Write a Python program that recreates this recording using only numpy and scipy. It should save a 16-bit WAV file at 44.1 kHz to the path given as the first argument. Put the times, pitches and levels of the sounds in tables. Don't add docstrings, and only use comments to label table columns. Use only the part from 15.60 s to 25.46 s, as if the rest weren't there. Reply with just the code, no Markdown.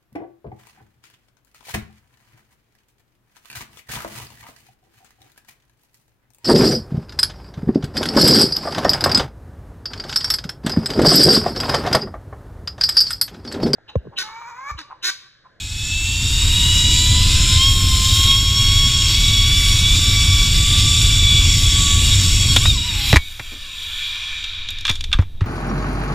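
import sys
import numpy as np
from scipy import signal
from scipy.fft import rfft, irfft
from scipy.io import wavfile
from scipy.ndimage import uniform_filter1d

SR = 44100
rng = np.random.default_rng(int(sys.argv[2]) if len(sys.argv) > 2 else 0)


def file_out(sig):
    cols = np.atleast_2d(sig).T
    lim = np.clip(cols, -1, 1)
    pcm = np.round(lim * 32767).astype(np.int16)
    wavfile.write(sys.argv[1], SR, pcm)


N = 434826
TIME = np.arange(N) / SR
LURCH_S, BLOCK_MET_S = 7.0, 7.57


def from_db(db):
    return 10 ** (np.asarray(db) / 20)


def rms_one(x):
    return x / np.sqrt(np.mean(np.square(x)) + 1e-20)


def in_time(rows):
    s, *columns = np.transpose(rows)
    return [np.interp(TIME, s, column) for column in columns]


def ramp(start_s, length_s):
    return np.clip((TIME - start_s) / length_s, 0, 1)


def drift(rate_hz):
    step = 20
    settle = 2000
    pole = np.exp(-2 * np.pi * rate_hz * step / SR)
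    noise = rng.standard_normal(N // step + settle + 2)
    slow = signal.lfilter([1], [1, -2 * pole, pole ** 2], noise)[settle:]
    return np.interp(np.arange(N) / step, np.arange(len(slow)), rms_one(slow))


def coloured(spectrum):
    hz, db = np.transpose(spectrum)
    bins_hz = np.maximum(np.arange(N // 2 + 1) * SR / N, 1)
    gain = from_db(np.interp(np.log(bins_hz), np.log(hz), db))
    return rms_one(irfft(rfft(rng.standard_normal(N)) * gain, N))


def resonate(x, hz, width_hz):
    r = np.exp(-np.pi * width_hz / SR)
    feed = np.array([1, 0, -1]) * (1 - r * r) / 2
    return signal.lfilter(feed, [1, -2 * r * np.cos(2 * np.pi * hz / SR), r * r], x)


def add(out, s, sound):
    at = int(s * SR)
    out[at:at + len(sound)] += sound[:max(N - at, 0)]


# time_s, pitch_hz
FREE_RUN = [(0.02, 841.5), (1.12, 968.3), (1.22, 960), (1.89, 1036), (1.95, 1028), (2.07, 1088),
            (2.37, 1040), (2.6, 1080), (3.28, 1108), (3.45, 1086), (3.63, 1132), (3.85, 1123), (3.97, 1154),
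            (4.15, 1120), (4.38, 1164), (4.62, 1141), (4.9, 1145), (5.15, 1168), (5.6, 1149), (5.9, 1136),
            (6.04, 1139), (6.68, 1129), (6.94, 1100)]
# time_s, pitch_hz
LURCH_RUN = [(7.005, 1060), (7.075, 1289), (7.12, 1198), (7.19, 943), (7.279, 988), (7.35, 844), (7.5, 790)]


def strand_rate():
    slowing_hz_per_s, crawl_hz = 465, 117
    free_hz, = in_time(list(FREE_RUN) + list(LURCH_RUN))
    return np.maximum(free_hz - slowing_hz_per_s * np.maximum(TIME - BLOCK_MET_S, 0), crawl_hz)


# time_s, force_db
FREE_FORCE = [(0, -14), (.31, -8.5), (1.0, -1), (1.98, 0.5), (2.15, -2), (2.55, 0.5), (2.88, -4),
              (3.5, -0.5), (6.93, -0.5), (7.07, -3), (7.22, -7.5), (7.52, 0.5)]
# time_s, force_db
PUSH_FORCE = [(7.585, -10), (7.8, -8.5), (8.07, -7), (8.46, 1.5), (8.97, -2), (9.2, -5.5), (9.7, -27),
              (9.86, -25)]


def contact_force_db():
    force_db, = in_time(list(FREE_FORCE) + list(PUSH_FORCE))
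    return force_db


def swell(s, length_s):
    attack_s, release_s = 0.045, 0.04
    return np.interp(TIME, [s - attack_s, s, s + length_s, s + length_s + release_s], [0, 1, 1, 0])


# centre_hz, width_hz, peak_db
WHINE_RESONANCES = [(1060, 145, -37), (1300, 1300, -43.5), (2034, 510, -41), (2283, 76, -34),
                    (2660, 196, -23.5), (2897, 86, -24.5), (3265, 196, -24), (3438, 126, -27),
                    (3710, 88, -19), (3840, 347, -17), (4410, 69, -29), (4650, 890, -32), (5124, 150, -29),
                    (5433, 350, -26.5)]
# smear (ratio, before the lurch), free_db, lurched_db
WHINE_PARTIALS = [(0.089, -1.5, 0), (0.3, 0, -8), (0.23, 3.5, -5.5), (0.24, -2, -6), (0.59, 1.5, -6)]
# start_s, length_s, overtones_db (before share), fundamental_db
BITES = [(0.947, 0.13, 0.5, 1.5), (1.292, 0.31, 1, 2.5), (2.006, 0.1, 8, 6), (2.165, 0.57, 1, 5.5),
         (2.703, 0.56, 8, 5), (3.57, 0.8, 7.5, 0), (4.43, 0.42, 6, 4.5), (4.99, 0.51, 3, 4.5),
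         (5.54, 0.24, 7, 1.5), (5.867, 0.073, 4, -2), (6.202, 0.2, -2, 7.5), (7.027, .015, 13, 5),
         (7.096, 0.023, 13.5, -5), (7.25, 0.051, 6, 6), (7.356, .14, -2, 5), (7.9, .42, 11, 3)]
OVERTONE_SHARES = (1, 0.74, 0.36, 0.49)
# start_s, length_s, change_db
WHEEL_SKIPS = [(1.2, .035, -0.5), (1.673, 0.089, -1), (2.522, 0.062, -2.5), (3.364, 0.093, 1),
               (4.169, .03, -5), (4.9, 0.018, -4), (6.043, 0.014, 2.5), (6.552, .04, -7), (6.74, 0.032, -2),
               (6.967, 0.026, -11)]


def whine(pitch_hz, force_db, braked):
    jitter, skid_jitter, skid_smear = 0.00283, 0.0083, 1.9
    flutter_db, waver_db, blur_hz = 1.0, 1.35, 20
    pushed_db = -19
    stutter_from_s, stutter_db, stutter_hz = 5.95, 3.5, 7.9
    stop_s, fade_s = 9, 0.56

    lurched = ramp(LURCH_S, 0.044)
    uneven = 1 + jitter * drift(18.43) + skid_jitter * lurched * drift(70)
    phase = 2 * np.pi * np.cumsum(pitch_hz * uneven) / SR

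    skips_db = sum(db * swell(s, length_s) for s, length_s, db in WHEEL_SKIPS)
    pressure_db = (1 - braked) * force_db + braked * pushed_db + skips_db + flutter_db * drift(6.3)

    stuttering = ramp(stutter_from_s, 0.097) * (1 - lurched)
    overtones_db = stutter_db * stuttering * (drift(stutter_hz) - 0.6)
    overtones_db = overtones_db + sum(db * swell(s, length_s) for s, length_s, db, _ in BITES)
    fundamental_db = sum(db * swell(s, length_s) for s, length_s, _, db in BITES)
    bites_db = [fundamental_db] + [share * overtones_db for share in OVERTONE_SHARES]

    out = np.zeros(N)
    for k, ((smear, free_db, lurched_db), bite_db) in enumerate(zip(WHINE_PARTIALS, bites_db), 1):
        power = np.zeros(N)
        for hz, width_hz, peak_db in WHINE_RESONANCES:
            power += (from_db(peak_db) / (1 + (2 * (k * pitch_hz - hz) / width_hz) ** 2)) ** 2
        response = np.sqrt(power)
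        wobble = (drift(blur_hz * k) + 1j * drift(blur_hz * k)) / np.sqrt(2)
        shiver = 1 + smear * (1 + skid_smear * lurched) * wobble
        partial = rms_one(np.real(shiver * np.exp(1j * k * phase)))
        partial_db = (1 - lurched) * free_db + lurched * lurched_db
        level_db = pressure_db + bite_db + partial_db + waver_db * drift(4.1)
        out += response * from_db(level_db) * partial
    return out * np.clip((stop_s - TIME) / fade_s, 0, 1)


# centre_hz, width_hz, free_db, pushed_db
FRAME_MODES = [(1070, 380, -44.5, -52), (1477, 390, -43.5, -48), (1753, 134, -47.5, -46.5),
               (2088, 225, -40, -51.5), (2380, 220, -35.5, -36.5), (2582, 144, -36, -47),
               (2856, 260, -31.5, -44), (3393, 470, -24, -31), (3733, 305, -23, -30),
               (4585, 790, -29.5, -40), (5450, 370, -28, -45), (5870, 440, -46, -41.5),
               (6470, 600, -36.5, -49), (7165, 720, -27.5, -37.5), (7670, 350, -31.5, -60),
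               (8610, 550, -41, -46), (9210, 1300, -39.5, -44), (10100, 13000, -38, -41.5),
               (12870, 650, -44.5, -42), (14800, 1300, -49.5, -47)]
# time_s, change_db
HISS_CURVE = [(.4, 4.5), (1.45, 4), (2.2, 1), (3.45, 2), (3.9, -1), (4.2, 2.5), (4.6, -1), (5.3, 4),
              (5.65, -0.5), (6.4, 5), (6.9, 3), (7.12, 1), (7.5, -3)]
# time_s, change_db
FIZZ_CURVE = [(.5, 2.5), (1.95, .5), (2.55, 5.5), (3.4, 1), (6.9, -1), (7.0, 2), (7.25, 0), (7.5, 7)]
# centre_hz, width_hz
FRAME_NULLS = [(3060, 36), (3580, 123)]


def rolling(pitch_hz, force_db, braked):
    grain_db, flicker_db, patchy_db = 0.5, 0.5, 1.66
    full_speed_hz, treble_from_hz = 1130, 3500
    brighten_db = 4.66
    grind_db, grind_from_s, grind_below_hz = 3.5, 7.15, 2500

    (hiss_db,), (fizz_db,) = in_time(HISS_CURVE), in_time(FIZZ_CURVE)
    slope_db = brighten_db * np.log2(pitch_hz / full_speed_hz)
    contact = rms_one(from_db(grain_db * drift(330) + flicker_db * drift(17.5)))
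    low_grind_db = grind_db * ramp(grind_from_s, 0.16)

    out = np.zeros(N)
    for hz, width_hz, free_db, pushed_db in FRAME_MODES:
        treble_db = (0, hiss_db, fizz_db)[np.searchsorted((5800, 10000), hz)]
        running_db = free_db + treble_db + low_grind_db * (hz < grind_below_hz)
        speed_db = slope_db * max(np.log2(hz / treble_from_hz), 0)
        mode_db = (1 - braked) * running_db + braked * pushed_db + speed_db
        scrape = contact * rng.standard_normal(N)
        tone = resonate(resonate(scrape, hz, width_hz), hz, width_hz)
        out += from_db(force_db + mode_db + patchy_db * drift(3.1)) * rms_one(tone)
    for hz, width_hz in FRAME_NULLS:
        out = out - resonate(out, hz, width_hz)
    return out


# time_s, level_db
WIND_CURVE = [(0, -31.5), (.6, -19.5), (1.6, -14), (2.2, -16), (3.15, -17), (4.0, -15.5), (7.1, -14.5),
              (7.25, -23.5), (7.52, -21), (7.72, -35), (8.8, -35.5), (9.15, -30), (9.5, -21), (9.86, -28)]
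# (per Hz, relative)
BUFFET_SPECTRUM = [(8, -4.5), (20, -12), (33, 3.5), (62, -1), (98, 2.5), (140, -10.5), (200, -19),
                   (300, -23), (400, -33.5), (600, -38), (900, -45), (2000, -70)]
# (per Hz, relative)
SWAY_SPECTRUM = [(8, 0), (22, 2), (40, -17), (60, -9.5), (90, -11.5), (140, -30.5), (300, -39), (700, -64),
                 (2000, -66)]


def wind(braked):
    lump_db, eddy_db, eddy_hz = 0.42, 1.5, 150
    level_db, = in_time(WIND_CURVE)
    high = signal.butter(2, eddy_hz, "high", fs=SR, output="sos")
    low = signal.butter(2, eddy_hz, "low", fs=SR, output="sos")
    puffs = signal.sosfilt(high, coloured(BUFFET_SPECTRUM)) * rms_one(from_db(eddy_db * drift(36)))
    rumble = signal.sosfilt(low, coloured(BUFFET_SPECTRUM))
    gusts = rms_one((rumble + puffs) * from_db(lump_db * drift(15)))
    return from_db(level_db) * ((1 - braked) * gusts + braked * coloured(SWAY_SPECTRUM))


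# (per Hz, relative)
FOREST_SPECTRUM = [(60, -2), (150, 12.5), (300, 3), (600, -0.5), (1000, -3), (3000, -14), (16000, -40)]


def forest():
    level_db = -58.5
    return from_db(level_db) * coloured(FOREST_SPECTRUM)


def blows(table, modes, crack_db, low_hz, top_hz, tail_db, tail_t60_s):
    tilt_about_hz = 3500
    out, t = np.zeros(N), TIME[:SR // 4]
    radiated = signal.butter(2, [low_hz, top_hz], "band", fs=SR, output="sos")
    for s, level_db, t60_s, tilt_db in table:
        crack, *mode_noises = rng.standard_normal((len(modes) + 1, len(t)))
        force = from_db(-60 * t / t60_s) + from_db(tail_db - 60 * t / tail_t60_s)
        blow = from_db(crack_db + tilt_db) * rms_one(force * crack)
        for (hz, mode_db, ring_t60_s), noise in zip(modes, mode_noises):
            width_hz = np.log(1000) / np.pi / ring_t60_s
            ringing = rms_one(resonate(force * noise, hz, width_hz))
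            blow = blow + from_db(mode_db + tilt_db * np.log2(hz / tilt_about_hz)) * ringing
        blow = signal.sosfilt(radiated, blow)
        loudest = np.sqrt(uniform_filter1d(blow ** 2, size=128).max())
        add(out, s, from_db(level_db) * blow / loudest)
    return out


# start_s, level_db, rattle_t60_s, tilt_db (per octave)
CLINK_BLOWS = [(6.962, -9.5, 0.023, 12), (6.966, -5, 0.027, 0), (6.978, -30, 0.018, -1),
               (8.841, -21, 0.034, -2), (9.087, -20.5, 0.032, -1), (9.105, -29, .015, 19),
               (9.186, -27, .02, 5), (9.209, -31, 0.014, 10), (9.2515, -14.5, 0.04, -9),
               (9.267, -19, 0.028, 8), (9.279, -16, 0.062, -9), (9.291, -13, 0.037, -8),
               (9.297, -12.5, 0.0059, 10), (9.300, -17, 0.044, -4), (9.313, -22, .012, 10),
               (9.354, -26, 0.038, 6), (9.408, -22.5, 0.021, 4), (9.440, -22.5, 0.029, 4),
               (9.516, -28, 0.033, -13), (9.5285, -8, 0.036, -5), (9.536, -22, 0.065, -18),
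               (9.614, -43, 0.035, 12)]
# freq_hz, level_db (relative), ring_t60_s
STEEL_MODES = [(1154, -11, 0.011), (1600, -5, 0.018), (2360, 2, 0.06), (2695, 3.5, 0.0099),
               (3450, 15, 0.01), (3675, 9, 0.021), (4400, -11, .008), (5530, 0, 0.0045),
               (6900, -3.5, 0.009), (9100, -18, .008), (12600, -11, .005)]


def clinks():
    return blows(CLINK_BLOWS, STEEL_MODES, crack_db=2, low_hz=900, top_hz=7940,
                 tail_db=-26, tail_t60_s=0.35)


# start_s, level_db, rattle_t60_s, tilt_db (per octave)
KNOCK_BLOWS = [(6.963, -13, 0.034, -1.5), (7.054, -18, 0.028, 2), (7.5285, -7, 0.031, 5.5),
               (7.5395, -12, 0.036, -7.5), (7.5595, -3.5, 0.012, 6), (7.565, -3.5, 0.031, 6.5),
               (7.795, -25.5, 0.051, 1), (7.92, -40, 0.18, -21), (9.294, -22.5, 0.085, 0),
               (9.588, -22.5, 0.081, -4.5), (9.622, -32.5, 0.052, -1), (9.808, -26.5, 0.081, -4.5),
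               (9.84, -35, 0.22, -2)]
# freq_hz, level_db (relative), ring_t60_s
BLOCK_MODES = [(282.7, 4, 0.045), (583, 2.5, 0.0038), (1077, 12, 0.0026), (1865, 8, 0.0083),
               (2350, 4.5, 0.017)]


def knocks():
    return blows(KNOCK_BLOWS, BLOCK_MODES, crack_db=-1, low_hz=120, top_hz=5100,
                 tail_db=-37, tail_t60_s=0.19)


# start_s, level_db (before boost_db), freq_hz, t60_s
JOLT_EVENTS = [(7.074, -12.5, 64, 0.17), (7.532, 7, 111, 0.029), (7.5634, 1.5, 72, 0.065),
               (7.798, -32.5, 110.8, 0.12), (9.303, -14.5, 91.5, 0.056), (9.549, -10.5, 32, 0.18),
               (9.5918, -3.5, 89.6, 0.099), (9.817, -9, 95, 0.11)]


def jolts():
    rise_s, boost_db = 0.0016, 5.0
    out, t = np.zeros(N), TIME[:SR // 4]
    onset = 1 - np.exp(-(t / rise_s) ** 2)
    for s, level_db, hz, t60_s in JOLT_EVENTS:
        decay = from_db(level_db + boost_db - 60 * t / t60_s)
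        add(out, s, decay * onset * np.sin(2 * np.pi * hz * t))
    return out


def clang():
    freq_hz, level_db, t60_s = 2250, -26.5, 0.38
    out, t = np.zeros(N), TIME[:SR // 2]
    add(out, BLOCK_MET_S, from_db(level_db - 60 * t / t60_s) * np.sin(2 * np.pi * freq_hz * t))
    return out


def scene():
    braked = ramp(BLOCK_MET_S, 0.025)
    pitch_hz, force_db = strand_rate(), contact_force_db()
    trolley = whine(pitch_hz, force_db, braked) + rolling(pitch_hz, force_db, braked)
    air = wind(braked) + forest()
    impacts = clinks() + knocks() + jolts() + clang()
    mono = trolley + air + impacts
    return np.array([mono, mono])


def record(dry):
    ceiling, knee, cutoff_hz = 0.84, 8, 15250
    limited = ceiling * dry / (ceiling ** knee + dry ** knee) ** (1 / knee)
    lowpass = signal.ellip(12, 0.1, 80, cutoff_hz, fs=SR, output="sos")
    return signal.sosfilt(lowpass, limited)


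dry = scene()
out = record(dry)
file_out(out)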